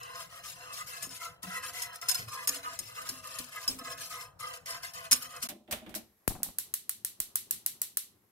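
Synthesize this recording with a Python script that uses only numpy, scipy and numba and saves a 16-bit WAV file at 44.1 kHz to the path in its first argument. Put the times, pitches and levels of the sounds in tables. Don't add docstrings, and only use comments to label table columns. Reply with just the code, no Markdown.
import sys
import numpy as np
from scipy import signal
from scipy.fft import rfft, irfft, next_fast_len
from scipy.io import wavfile
from scipy.ndimage import uniform_filter1d
from numba import njit

SR = 44100
rng = np.random.default_rng(int(sys.argv[2]) if len(sys.argv) > 2 else 0)


def materialize(psi):
    bounded = np.clip(np.atleast_2d(psi).T, -1, 1)
    quanta = np.round(bounded * 32767).astype(np.int16)
    wavfile.write(sys.argv[1], SR, quanta)


def gain_from_decibels(decibels):
    exponent = np.asarray(decibels, float) / 20
    return 10 ** exponent


N = 366471
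T = np.arange(N) / SR
SIDES = np.array([[.5], [-.5]])
CUT_S, GAP_S = 5.474, .014

# start t/s, length t/s, pan hum level/dB, wire hiss
# level/dB, main wall mode f/Hz
STIRS = [(0.0, 0.17, -46.5, -55.5, 1230), (0.14, 0.078, -48.5, -46.5, 1262),
         (0.286, 0.17, -48.5, -55.5, 1270), (0.427, 0.096, -52.5, -47, 1250),
         (0.549, 0.16, -47.5, -52, 1273), (0.717, 0.088, -50.5, -45, 1185), (0.858, 0.13, -46.5, -48, 1310),
         (1, 0.038, -50, -46.5, 1190), (1.091, 0.083, -53.5, -47.5, 1304), (1.191, 0.069, -45, -44.5, 1360),
         (1.42, 0.0086, -47, -41, 1303), (1.457, 0.12, -45, -45.5, 1347), (1.614, 0.076, -45.5, -45, 1210),
         (1.721, 0.12, -47, -44.5, 1350), (1.849, 0.089, -48.5, -62, 1305), (1.93, 0.021, -51, -52, 1274),
         (2.009, 0.081, -45.5, -49, 1304), (2.074, 0.11, -46.5, -38.5, 1410),
         (2.27, 0.013, -46, -50.5, 1230), (2.31, 0.12, -46.5, -47, 1236), (2.478, 0.081, -44.5, -42, 1200),
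         (2.618, 0.14, -48.5, -49, 1224), (2.79, 0.08, -54.5, -51, 1220), (2.854, 0.076, -52.5, -58, 1220),
         (2.938, 0.092, -45, -50, 1220), (3.042, 0.097, -49.5, -45, 1220), (3.14, 0.043, -55, -52, 1220),
         (3.221, 0.15, -47, -50.5, 1234), (3.379, 0.11, -54, -49.5, 1238), (3.508, 0.13, -46, -47.5, 1310),
         (3.668, 0.045, -61, -41.5, 1200), (3.778, 0.0079, -43, -49.5, 1280),
         (3.832, 0.093, -45, -45.5, 1238), (3.968, 0.083, -52, -44.5, 1210),
         (4.088, 0.13, -46, -45.5, 1218), (4.388, .12, -45.5, -48.5, 1271),
         (4.52, 0.029, -50.5, -48.5, 1236), (4.653, 0.1, -45, -44.5, 1220),
         (4.818, 0.038, -45.5, -44.5, 1260), (4.928, 0.13, -46, -51, 1178),
         (5.11, 0.044, -45.5, -33.5, 1144), (5.201, 0.049, -45.5, -49, 1230),
         (5.281, 0.085, -44, -50, 1214), (5.413, 0.034, -46.5, -39, 1230)]
DRAGS = STIRS
# t/s, peak level/dB, chatter t60/s, left minus right level/dB
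CLINKS = [(1.025, -23, 0.14, 4), (1.4301, -23, 0.023, 4), (1.8195, -19.5, 0.12, 2),
          (2.014, -28.5, 0.072, 3), (2.0855, -13, 0.065, 1), (2.0947, -11, 0.032, 14),
          (2.1017, -23.5, 0.047, -3), (2.113, -12, 0.03, -5), (2.145, -14, 0.03, -3),
          (2.152, -17, 0.02, 1.5), (2.4733, -10.5, 0.074, 1), (2.7898, -18, 0.058, 4),
          (3.0897, -17, 0.056, 1.5), (3.3864, -20, 0.054, 5), (3.6776, -15.5, 0.08, 1),
          (4.4, -30.5, 0.055, 3.5), (4.6591, -26.5, 0.046, -0.5), (4.832, -31.5, 0.014, 3),
          (4.9355, -32, 0.067, 3), (5.1115, -9, 0.097, 3), (5.1282, -4, 0.032, -2.5),
          (5.222, -24.5, 0.03, 3.5), (5.4254, -17, 0.072, 1)]
# f/Hz, width f/Hz, level/dB, share of the bending as milk and wires load the wall
PAN = [(265.6, 14, -19, 0.66), (508.7, 40.6, -8, -.2), (674, 51, -5.5, 0.48), (1038, 65, -5, -0.35),
       (1080, 210, -15.5, 0.81), (1220, 82, -1.5, 1), (1469, 320, -11.5, -0.14), (1657, 67, -8, -0.095),
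       (1810, 110, -11, 0.6), (2040, 141, -10.5, 0.11), (2461, 130, -23.5, 0), (2636, 124, -8, 0.37),
       (3007, 230, -11.5, 0.38), (4155, 69, -9.5, -0.16)]
# f/Hz, t60/s
HOB_TAIL = [(500, 0.082), (1300, 0.18), (3000, 0.33), (8000, 0.26), (16000, 0.2)]


def unit(x):
    return x / np.sqrt(np.mean(x ** 2))


def colour(x, shape):
    size = next_fast_len(x.shape[-1])
    f, db = np.transpose(shape)
    hz = np.maximum(np.arange(size // 2 + 1) * SR / size, 1)
    gain = gain_from_decibels(np.interp(np.log(hz), np.log(f), db))
    return irfft(rfft(x, size) * gain, size)[..., :x.shape[-1]]


def noise(shape, alike):
    mid, side = unit(colour(rng.standard_normal((2, N)), shape))
    alike = np.clip(alike, 0, 1)
    return np.sqrt((1 + alike) / 2) * mid + np.sqrt((1 - alike) / 2) * side * 2 * SIDES


def walk(rate, count=1, step=1):
    k = max(int(SR / rate / step), 1)
    size = -(-N // step)
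    held = np.repeat(rng.standard_normal((count, N // 300))[:, :size // k + 1], k, axis=1)
    return 1.5 * uniform_filter1d(uniform_filter1d(held, k), k)[:, :size]


def bursts(s, db, t60, rise=0.000065):
    out = np.zeros(N)
    for start, gain, length in zip(s, gain_from_decibels(np.asarray(db)), np.clip(t60, .004, .6)):
        i = int(start * SR)
        t = np.arange(min(int(length * SR), N - i)) / SR
        out[i:i + len(t)] += gain * (1 - np.exp(-t / rise)) * 1000 ** (-t / length)
    return out


def knocks(s, db, hz, t60, rise=0.0064):
    out = 0
    for start, level_db, f, length in zip(s, db, hz, t60):
        out = out + bursts([start], [level_db], [length], rise) * np.sin(2 * np.pi * f * (T - start))
    return out


@njit
def resonate(x, poles, reach, heard):
    out = np.zeros((2, len(x)))
    for k in range(len(poles)):
        z, w, slack = 0j, 0j, 1 - abs(poles[k, 0])
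        for i in range(len(x)):
            z = z * poles[k, i >> 6] + x[i] * reach[k, i >> 6] + 1e-18
            w = w * poles[k, i >> 6] + z * slack
            out[0, i] += (w * heard[0, k, i >> 6]).imag
            out[1, i] += (w * heard[1, k, i >> 6]).imag
    return out


def ring(x, modes, wander_db, rate, turns, drift, bend=1, lift_db=0, slips=10):
    hz, width, db = np.transpose(modes)[:3, :, None]
    moving = hz * bend * (1 + drift * walk(5, count=len(hz), step=64))
    poles = np.exp((2j * moving - width) * np.pi / SR)
    gain = gain_from_decibels(db) * width
    gain /= np.sqrt(np.sum(gain ** 2 / width) * SR / (8 * np.pi))
    own = walk(slips, count=len(hz), step=64)
    between = walk(slips, count=len(hz), step=64)
    heard = gain * np.exp(2j * np.pi * turns * (own + between * SIDES[:, :, None]))
    reach = gain_from_decibels(lift_db + wander_db * walk(rate, count=len(hz), step=64))
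    out = resonate(x, poles, reach, heard)
    return np.pad(out, ((0, 0), (0, N - len(x))))


def tail(decays, wait_s, build_s):
    t = np.arange(SR // 2) / SR
    hz, t60 = np.transpose(decays)
    out = 0
    for centre in 90 * 2 ** np.arange(0, 8, .5):
        shape = [(centre / 2, -60), (centre / 1.4, -9), (centre, 0), (centre * 1.4, -9), (centre * 2, -60)]
        band = colour(rng.standard_normal((2, len(t))), shape)
        out = out + band * 1000 ** (-t / np.interp(np.log(centre), np.log(hz), t60))
    out *= np.clip((t - wait_s) / build_s, 0, 1)
    return out / np.sqrt(np.sum(out ** 2) / 2)


def echo(x, response):
    return signal.fftconvolve(x, response, axes=1)[:, :N]


def drags(db, fade_db_s):
    press_s = 0.018
    power = np.full(N // 64 + 1, 1e-12)
    t = np.arange(len(power)) * 64 / SR
    for (s, length, *_), top in zip(DRAGS, db):
        press = np.clip((t - s) / press_s, 0, 1) if s > 0 else 1
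        power += (press * gain_from_decibels(top - fade_db_s * np.maximum(t - s - length, 0))) ** 2
    return np.interp(T, t, np.sqrt(power))


def singing():
    singers = (3, 5, 7, 9)
    unsung_db = [-56.5, -54.5, -60.5, -59.5]
    # start t/s, length t/s, level/dB
    sing_low = [(0.155, 0.032, -50.5), (1.63, 0.027, -52.5), (2.01, 0.031, -50), (2.275, 0.15, -47.5),
                (2.63, 0.066, -53.5), (4.18, 0.1, -46), (4.726, 0.031, -52), (.1, 0.033, -45),
                (5.23, .16, -53)]
    sing_main = [(0.145, 0.021, -49.5), (0.31, 0.052, -50.5), (0.905, 0.028, -48), (1.21, 0.066, -43),
                 (1.512, 0.073, -47), (1.647, 0.072, -53), (2.01, 0.054, -48.5), (2.08, 0.04, -68),
                 (2.322, 0.048, -45), (2.647, 0.033, -40), (2.96, 0.049, -51), (3.246, 0.038, -45),
                 (3.543, 0.032, -49), (3.848, 0.029, -51), (4.106, 0.098, -49), (4.395, 0.092, -45),
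                 (4.682, 0.016, -48),
                 (.44, 0.038, -47), (.67, 0.042, -49), (.79, .03, -46), (1.425, 0.015, -40.5),
                  (1.47, 0.023, -57), (3.33, 0.023, -48)]
    sing_mid = [(0.019, 0.058, -55.5), (0.135, 0.051, -58), (0.921, 0.094, -56), (1.557, 0.03, -60),
                (1.613, 0.027, -52), (1.905, 0.031, -54), (2.04, 0.062, -64), (2.144, 0.082, -56),
                (2.324, 0.13, -55), (2.507, 0.057, -58), (2.649, 0.116, -52), (3.068, 0.029, -48),
                (3.517, 0.065, -51.5), (3.655, 0.048, -56), (3.846, 0.023, -49.5), (3.904, 0.072, -52),
                (3.976, 0.031, -50), (4.13, 0.086, -54), (4.511, 0.054, -64), (4.692, 0.071, -59),
                (4.828, 0.046, -49.5), (4.964, 0.028, -59)]
    sing_high = [(0.785, 0.031, -45), (0.903, 0.032, -53), (1.19, 0.05, -52), (1.512, 0.065, -52.5),
                 (1.729, 0.12, -46), (2.02, 0.049, -54), (2.084, 0.027, -60), (2.186, 0.044, -45.5),
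                 (2.378, 0.047, -49), (2.475, 0.071, -64), (2.553, 0.038, -51), (3.511, 0.075, -49.5),
                 (3.842, 0.037, -53), (4.118, 0.073, -49), (4.419, 0.015, -48), (4.662, 0.1, -50.5),
                 (4.828, 0.042, -46.5)]
    t = T[::64]
    lift_db = np.zeros((len(PAN), len(t)))
    tables = (sing_low, sing_main, sing_mid, sing_high)
    for row, table, plain_db in zip(singers, tables, unsung_db):
        for s, length, db in table:
            locked = np.clip(np.minimum(t - s, s + length - t) / .02 + 1, 0, 1)
            lift_db[row] += (db - plain_db) * locked
    return lift_db


def strikes():
    # t/s, peak level/dB
    ticks = [(0.0316, -31), (0.1531, -45), (0.438, -37.5), (0.88, -55), (1.0914, -38), (1.1568, -37),
             (1.6262, -57), (1.931, -37), (1.9575, -27), (2.2797, -51), (2.2927, -37.5), (2.3241, -46),
             (2.4902, -11), (2.8574, -40), (2.9721, -42), (3.0183, -29.5), (3.0799, -33), (3.2722, -28.5),
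             (3.4431, -30), (3.516, -41), (3.5603, -30), (3.6396, -35), (3.7884, -28), (3.8516, -54),
             (3.9785, -37), (4.4667, -45), (4.572, -34), (4.6947, -35), (4.706, -23.5), (4.945, -40),
             (4.977, -38.5), (5.1162, -11), (5.1202, -8), (5.2287, -29.5), (5.3078, -41), (5.364, -29),
             (5.4036, -37)]
    s, db, t60, _ = np.transpose(CLINKS)
    chatter = bursts(s, db - 13.5, t60) * gain_from_decibels(walk(120)[0])
    blow = bursts(s, db - 26.0, t60 / 5)
    tick_s, tick_db = np.transpose(ticks)
    return chatter + blow + bursts(tick_s, tick_db - 11, 0.025 + 0 * tick_s)


def whisk():
    # f/Hz, width f/Hz, level/dB
    wire_modes = [(4250, 70, -10), (5205, 90, 3), (5400, 60, -5), (6085, 90, -11), (6475, 70, -7),
                  (6760, 70, -3), (7870, 100, -15), (9040, 70, -3), (9380, 100, -6), (9940, 80, -6),
                  (10470, 80, -10), (11590, 100, -6), (11940, 90, -6), (13700, 140, -12)]
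    # f/Hz, level per Hz/dB
    grit_shape = [(1470, -33.5), (2300, -4.5), (4210, -4.5), (5490, -4), (11800, -6.5), (15300, -14),
                  (17000, -46.5)]
    # f/Hz, level per Hz/dB
    strike_shape = [(590, -53), (1000, -8), (3510, -3.5), (5260, -0.5), (9290, 4.5), (15300, -2),
                    (17000, -52.5)]
    shot = int(CUT_S * SR)
    start, length, hum_db, hiss_db, wall_hz = np.transpose(DRAGS)
    judder = gain_from_decibels(1.6 * walk(30, count=2))
    hum = drags(hum_db, 213.5) * judder[0]
    hiss = drags(hiss_db, 288.5) * judder[1]
    grit = unit(rng.standard_normal(N) * gain_from_decibels(2 * rng.exponential(size=N)))
    slip = grit * gain_from_decibels(1.1 * walk(70)[0])
    strike = strikes()

    wander_db, drift, low_turns = 1.4, .016, .17
    bend = (np.interp(T[::64], start + length / 2, wall_hz) / 1220) ** np.array(PAN)[:, 3:]
    pan_drive = slip * hum * gain_from_decibels(-1.4) + grit * strike * gain_from_decibels(-19.5)
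    pan = ring(pan_drive[:shot], PAN, wander_db, 16, low_turns, drift, bend, singing())

    dragged = (slip * hiss * gain_from_decibels(-7.0))[:shot]
    wires = ring(dragged, wire_modes, wander_db * 2.2, 22, 2 * low_turns, drift / 6, slips=6)
    struck = (grit * strike * gain_from_decibels(-0.5))[:shot]
    broad_modes = wire_modes * np.array([1, 2.2, 1])
    wires = wires + ring(struck, broad_modes, 3.3, 22, 3 * low_turns, drift / 10)

    crowd_hz = np.geomspace(2250, 16200, num=32)
    grit_hz, grit_db = np.transpose(grit_shape)
    crowd_db = np.interp(np.log(crowd_hz), np.log(grit_hz), grit_db)
    crowd_modes = np.c_[crowd_hz, .13 * crowd_hz, crowd_db]
    crowd_drive = (slip * hiss * gain_from_decibels(-1.0))[:shot]
    crowd = ring(crowd_drive, crowd_modes, wander_db / 2, 40, 0.53, drift, 0.98, slips=45)

    rattle = noise(strike_shape, 0.071) * strike * gain_from_decibels(-1.0)
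    clink_s, _, _, side_db = np.transpose(CLINKS)
    lean = gain_from_decibels(np.interp(T, clink_s, side_db) * SIDES)
    near = pan * gain_from_decibels(0.43 * SIDES) + (wires + crowd + rattle) * lean + thuds()
    return np.array([near[0], np.roll(near[1], 5)])


def rumble():
    # f/Hz, level per Hz/dB
    rumble_shape = [(25, -21.5), (48, -3.5), (113, 4.5), (175, 1), (205, -16.5), (330, -12.5), (430, -37),
                    (730, -120)]
    return noise(rumble_shape, 1.0) * gain_from_decibels(-67 + 6 * SIDES + 0.5 + 2 * walk(42)[0])


def thuds():
    # t/s, peak level/dB, f/Hz, t60/s
    jolts = [(1.031, -48, 180, 0.7), (1.066, -35.5, 265, 0.1), (1.434, -39, 182.6, 0.36),
             (2.186, -37.5, 113.5, 0.5), (2.494, -40.5, 274.5, 0.42), (2.8, -41, 112.5, 0.36),
             (3.095, -37, 258.7, 0.3), (3.393, -31.5, 249, 0.14), (3.68, -36, 260.4, 1),
             (5.118, -35.5, 253, 0.31), (5.431, -34, 234, 0.2)]
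    s, db, hz, t60 = np.transpose(jolts)
    shake = noise([(80, -6.5), (180, -2.0), (600, -10.0), (900, -19.0)], 0.39)
    shake = shake * bursts(s, db - 5.5, t60 / 2, rise=.005)
    tones = knocks(s, db, hz, 1.3 * t60) * gain_from_decibels(4.9 * walk(70)[0] - 10.0)
    return (tones + shake) * gain_from_decibels(1.3 * SIDES)


def knob():
    # t/s, peak level/dB, t60/s, relative body level/dB, left minus right level/dB
    moves = [
        (5.4886, -22.5, 0.14, -11, -1.5),
        (5.677, -50.5, 0.72, 14, -5),
        (5.7106, -21.5, 0.32, -9, -4.5),
        (5.7242, -17, 0.064, -5, 0.5),
        (5.863, -38, 0.093, 11.5, -6),
        (5.893, -39.5, 0.18, -5, 2),
        (5.942, -31, 0.1, -1, -19),
        (5.9501, -24, 0.2, -16, 1.5),
    ]
    # f/Hz, level per Hz/dB
    clack_shape = [(470, -12.5), (800, -8.5), (1880, -6), (3620, -6.5), (5880, -10.5), (13000, -7),
                   (15700, -15), (17000, -52)]
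    # f/Hz, width f/Hz, level/dB
    casing_modes = [(221.5, 49, -4.5), (329, 65, -7), (613, 59, -5), (720, 130, -11.5), (1030, 85, -23)]
    spring_modes = [(9640, 200, -6), (13125, 180, 5), (13330, 150, -3), (13900, 270, -6)]
    # t/s, peak level/dB, t60/s, relative level of upper modes/dB
    booms = [(5.49, -44.5, .3, -4), (5.51, -48, 0.17, -12), (5.6, -61, 0.17, -7), (5.68, -51.5, .3, -1.5),
             (5.719, -39.5, 0.11, 0), (5.755, -56, 0.14, -4), (5.815, -52, 0.13, 1),
             (5.864, -46, 0.29, -10), (5.94, -48, .1, -7), (5.954, -50.5, .2, -1.5),
             (5.979, -53, 0.13, -16)]
    s, db, t60, body_db, side_db = np.transpose(moves)
    hiss = noise(clack_shape, 0.028)
    dull = colour(hiss, [(3500, 2.0), (5500, -30)])
    edge_db = -0.63 * (body_db + 9.5)
    clack = dull * bursts(s, db - edge_db / 2 - 14, 0.87 * t60)
    clack = clack + (hiss - dull) * bursts(s, db + edge_db - 10, 0.55 * t60)
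    clack = clack * gain_from_decibels(walk(100)[0] + np.interp(T, s, side_db) * SIDES)

    jolt = rng.standard_normal(int(6.3 * SR))
    at, boom_db, boom_t60, upper_db = np.transpose(booms)
    boom = 0
    for level_db, modes in ((boom_db, casing_modes[:2]), (boom_db + upper_db, casing_modes[2:])):
        push = bursts(at, level_db, boom_t60, 0.0018)[:len(jolt)]
        boom = boom + ring(jolt * push, modes, 0.93, 15, 0.093, 0.011)

    casing = noise([(25, -13), (60, 2.5), (300, -4), (800, -6.5), (2000, -32)], 0.88)
    casing = casing * bursts(s, db + body_db - 25.0, 3.1 * t60, 0.007)
    twang = bursts(s, db + edge_db - 20, 0.53 * t60)[:len(jolt)]
    spring = ring(jolt * twang, spring_modes, 1.5, 20, 0.37, .002)
    return clack + casing + boom + spring


def gas():
    # f/Hz, level per Hz/dB
    jet_shape = [(710, -39), (1200, -14), (1850, -1.5), (3000, -13.5), (10500, -11), (11700, 5),
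                 (12800, -12), (17000, -12)]
    valve_s, opening_s = 5.94, .04
    opened = np.clip((T - valve_s) / opening_s, .1, 1)
    return noise(jet_shape, 0.092) * opened * gain_from_decibels(-73 - 0.5 * (T - valve_s))


def flame():
    # t/s, roar level/dB
    sizes = [
        (6.27, -94),
        (6.33, -55),
        (6.46, -69),
        (6.84, -76.5),
        (7.76, -71.5),
        (8.31, -87),
    ]
    # f/Hz, level per Hz/dB
    roar_shape = [(25, -26), (102, 4), (156, -4.5), (205, 3), (318, -8.5), (384, -2.5), (650, -29),
                  (1100, -120)]
    # t/s, peak level/dB, t60/s
    catches = [(6.298, -33, 0.063), (6.307, -31, 0.057), (6.318, -34, 0.036), (6.34, -37, .05),
               (6.351, -30, .05), (6.363, -36, .04), (6.385, -40, 0.064), (6.401, -39, 0.051),
               (6.42, -34.5, 0.034), (6.446, -40.5, 0.07), (6.462, -40, 0.063), (6.486, -35, 0.053),
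               (6.499, -44.5, 0.043)]
    # f/Hz, level per Hz/dB
    catch_shape = [(40, -9), (248, -3), (520, -17.5), (760, -9.5), (1540, -26), (2600, -30.5), (6600, -120)]
    size_s, roar_db = np.transpose(sizes)
    roar = gain_from_decibels(np.interp(T, size_s, roar_db))
    roar = roar + gain_from_decibels(-76.5)
    lower = noise(roar_shape, 0.93) * gain_from_decibels(2 * walk(22)[0])
    upper = noise([(150, -38), (300, 1.0), (600, -4.5), (1200, -5.5), (2500, -26.0)], 0.3)
    burning = roar * (lower + upper * gain_from_decibels(-4.5 + 2 * walk(34)[0]))
    s, db, t60 = np.transpose(catches)
    burning = burning + noise(catch_shape, 0.82) * bursts(s, db - 7.0, t60, 0.0011)
    return burning * gain_from_decibels(2.9 * SIDES)


def puffs():
    # t/s, peak level/dB, left minus right level/dB
    fronts = [
        (6.2778, -9.5, 17),
        (7.2015, -33, 8),
    ]
    out = 0
    for s, db, side_db in fronts:
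        t = np.maximum(T - s, 1e-6) / .0006
        swing = -np.cos(np.pi * np.log(t) / np.log(2.3))
        swing = swing * np.clip(t, 0, 1) ** 2 / (1 + (t / 2.1) ** 0.78) * np.exp(-t / 80)
        snap = knocks([s], [-7.5], [2460], [0.0036], rise=.0001)
        out = out + (swing - snap) * gain_from_decibels(db + side_db * (SIDES - .5))
    return out


def igniter():
    # t/s, level/dB, left minus right level/dB
    sparks = [(6.278, -7.4, 1.0), (6.4313, -8.6, -2.5), (6.5853, -9.0, -2.4), (6.7396, -9.0, -1.4),
              (6.8937, -10.6, -0.5), (7.0479, -10.0, -1.3), (7.2018, -9.3, -1.9), (7.3563, -6.8, -0.7),
              (7.5093, -7.2, -0.4), (7.6622, -7.4, -0.6), (7.8168, -8.3, -0.8), (7.9712, -7.4, -1.1)]
    # f/Hz, level per Hz/dB
    spark_shape = [(300, -35.5), (1900, -15), (2400, -19), (6000, -9), (7000, -4.5), (12200, 2.5),
                   (15700, -6), (17000, -7)]
    # left t/ms, left level/dB, right t/ms, right level/dB
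    bounces = [(.05, -4.5, .18, -9), (.3, -13, .78, 0), (.95, -5.5, 1.12, -10), (1.25, -11, 1.45, -10),
               (1.9, -10, 1.97, -13), (2.05, -10, 2.42, -10), (2.5, -11, 3.02, -7), (4.4, -17, 3.9, -15),
               (5.8, -16, 5.5, -18)]
    s, db, side_db = np.transpose(sparks)
    db = db + 1
    clicks = np.zeros((2, N))
    clicks[:, (s * SR).astype(int)] = gain_from_decibels(db + (side_db + 1) * SIDES)
    near = np.zeros((2, SR // 2))
    for left_ms, left_db, right_ms, right_db in bounces:
        near[0, round(left_ms * SR / 1000)] += gain_from_decibels(left_db)
        near[1, round(right_ms * SR / 1000)] += gain_from_decibels(right_db)
    spread = bursts(s, db - 19, 0.025 + 0 * s) + bursts(s + 0.0069, db - 37.5, 0.22 + 0 * s)
    scatter = colour(rng.standard_normal((2, N)) * spread, [(1500, 7.5), (4000, 0.5)])
    steel_shape = [(1300, -5), (2300, 5), (4000, 5.5), (7000, -2), (14000, -4)]
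    ringing = gain_from_decibels(-3) * colour(tail(HOB_TAIL, 0.0016, 0.015), steel_shape)
    return colour(echo(clicks, near + ringing) + scatter, spark_shape) * gain_from_decibels(8)


def scene():
    # f/Hz, t60/s
    kitchen = [(300, 0.21), (1300, 0.35), (4000, 0.085), (8000, 0.091), (16000, 0.3)]
    # f/Hz, level per Hz/dB
    air = [(150, -40), (500, 15.5), (1500, 6), (3000, -21), (15000, -24.5)]
    metal = whisk()
    room = gain_from_decibels(-20) * echo(metal, tail(kitchen, 0.009, 0.025))
    stirring = metal + rumble() + room + noise(air, .2) * gain_from_decibels(-66.5)
    clacks = knob()
    hob = clacks + gain_from_decibels(-13) * echo(clacks, tail(HOB_TAIL, 0.0015, 0.0013))
    hob = hob + gas() + flame() + puffs() + igniter()
    self_noise = gain_from_decibels(-79) * rng.standard_normal((2, N))
    before = np.clip((CUT_S - T) / .001, 0, 1)
    after = np.clip((T - CUT_S - GAP_S) / .001, 0, 1)
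    return (stirring + self_noise) * before + (hob + self_noise) * after


def band_limit(x):
    return signal.sosfilt(signal.butter(12, 17160, fs=SR, output="sos"), x)


def record(dry):
    # f/Hz, level/dB
    top_cut = [(15700, 0), (16000, -16), (16900, -20), (17300, -55)]
    return band_limit(colour(dry, top_cut))


dry = scene()
out = record(dry)
materialize(out)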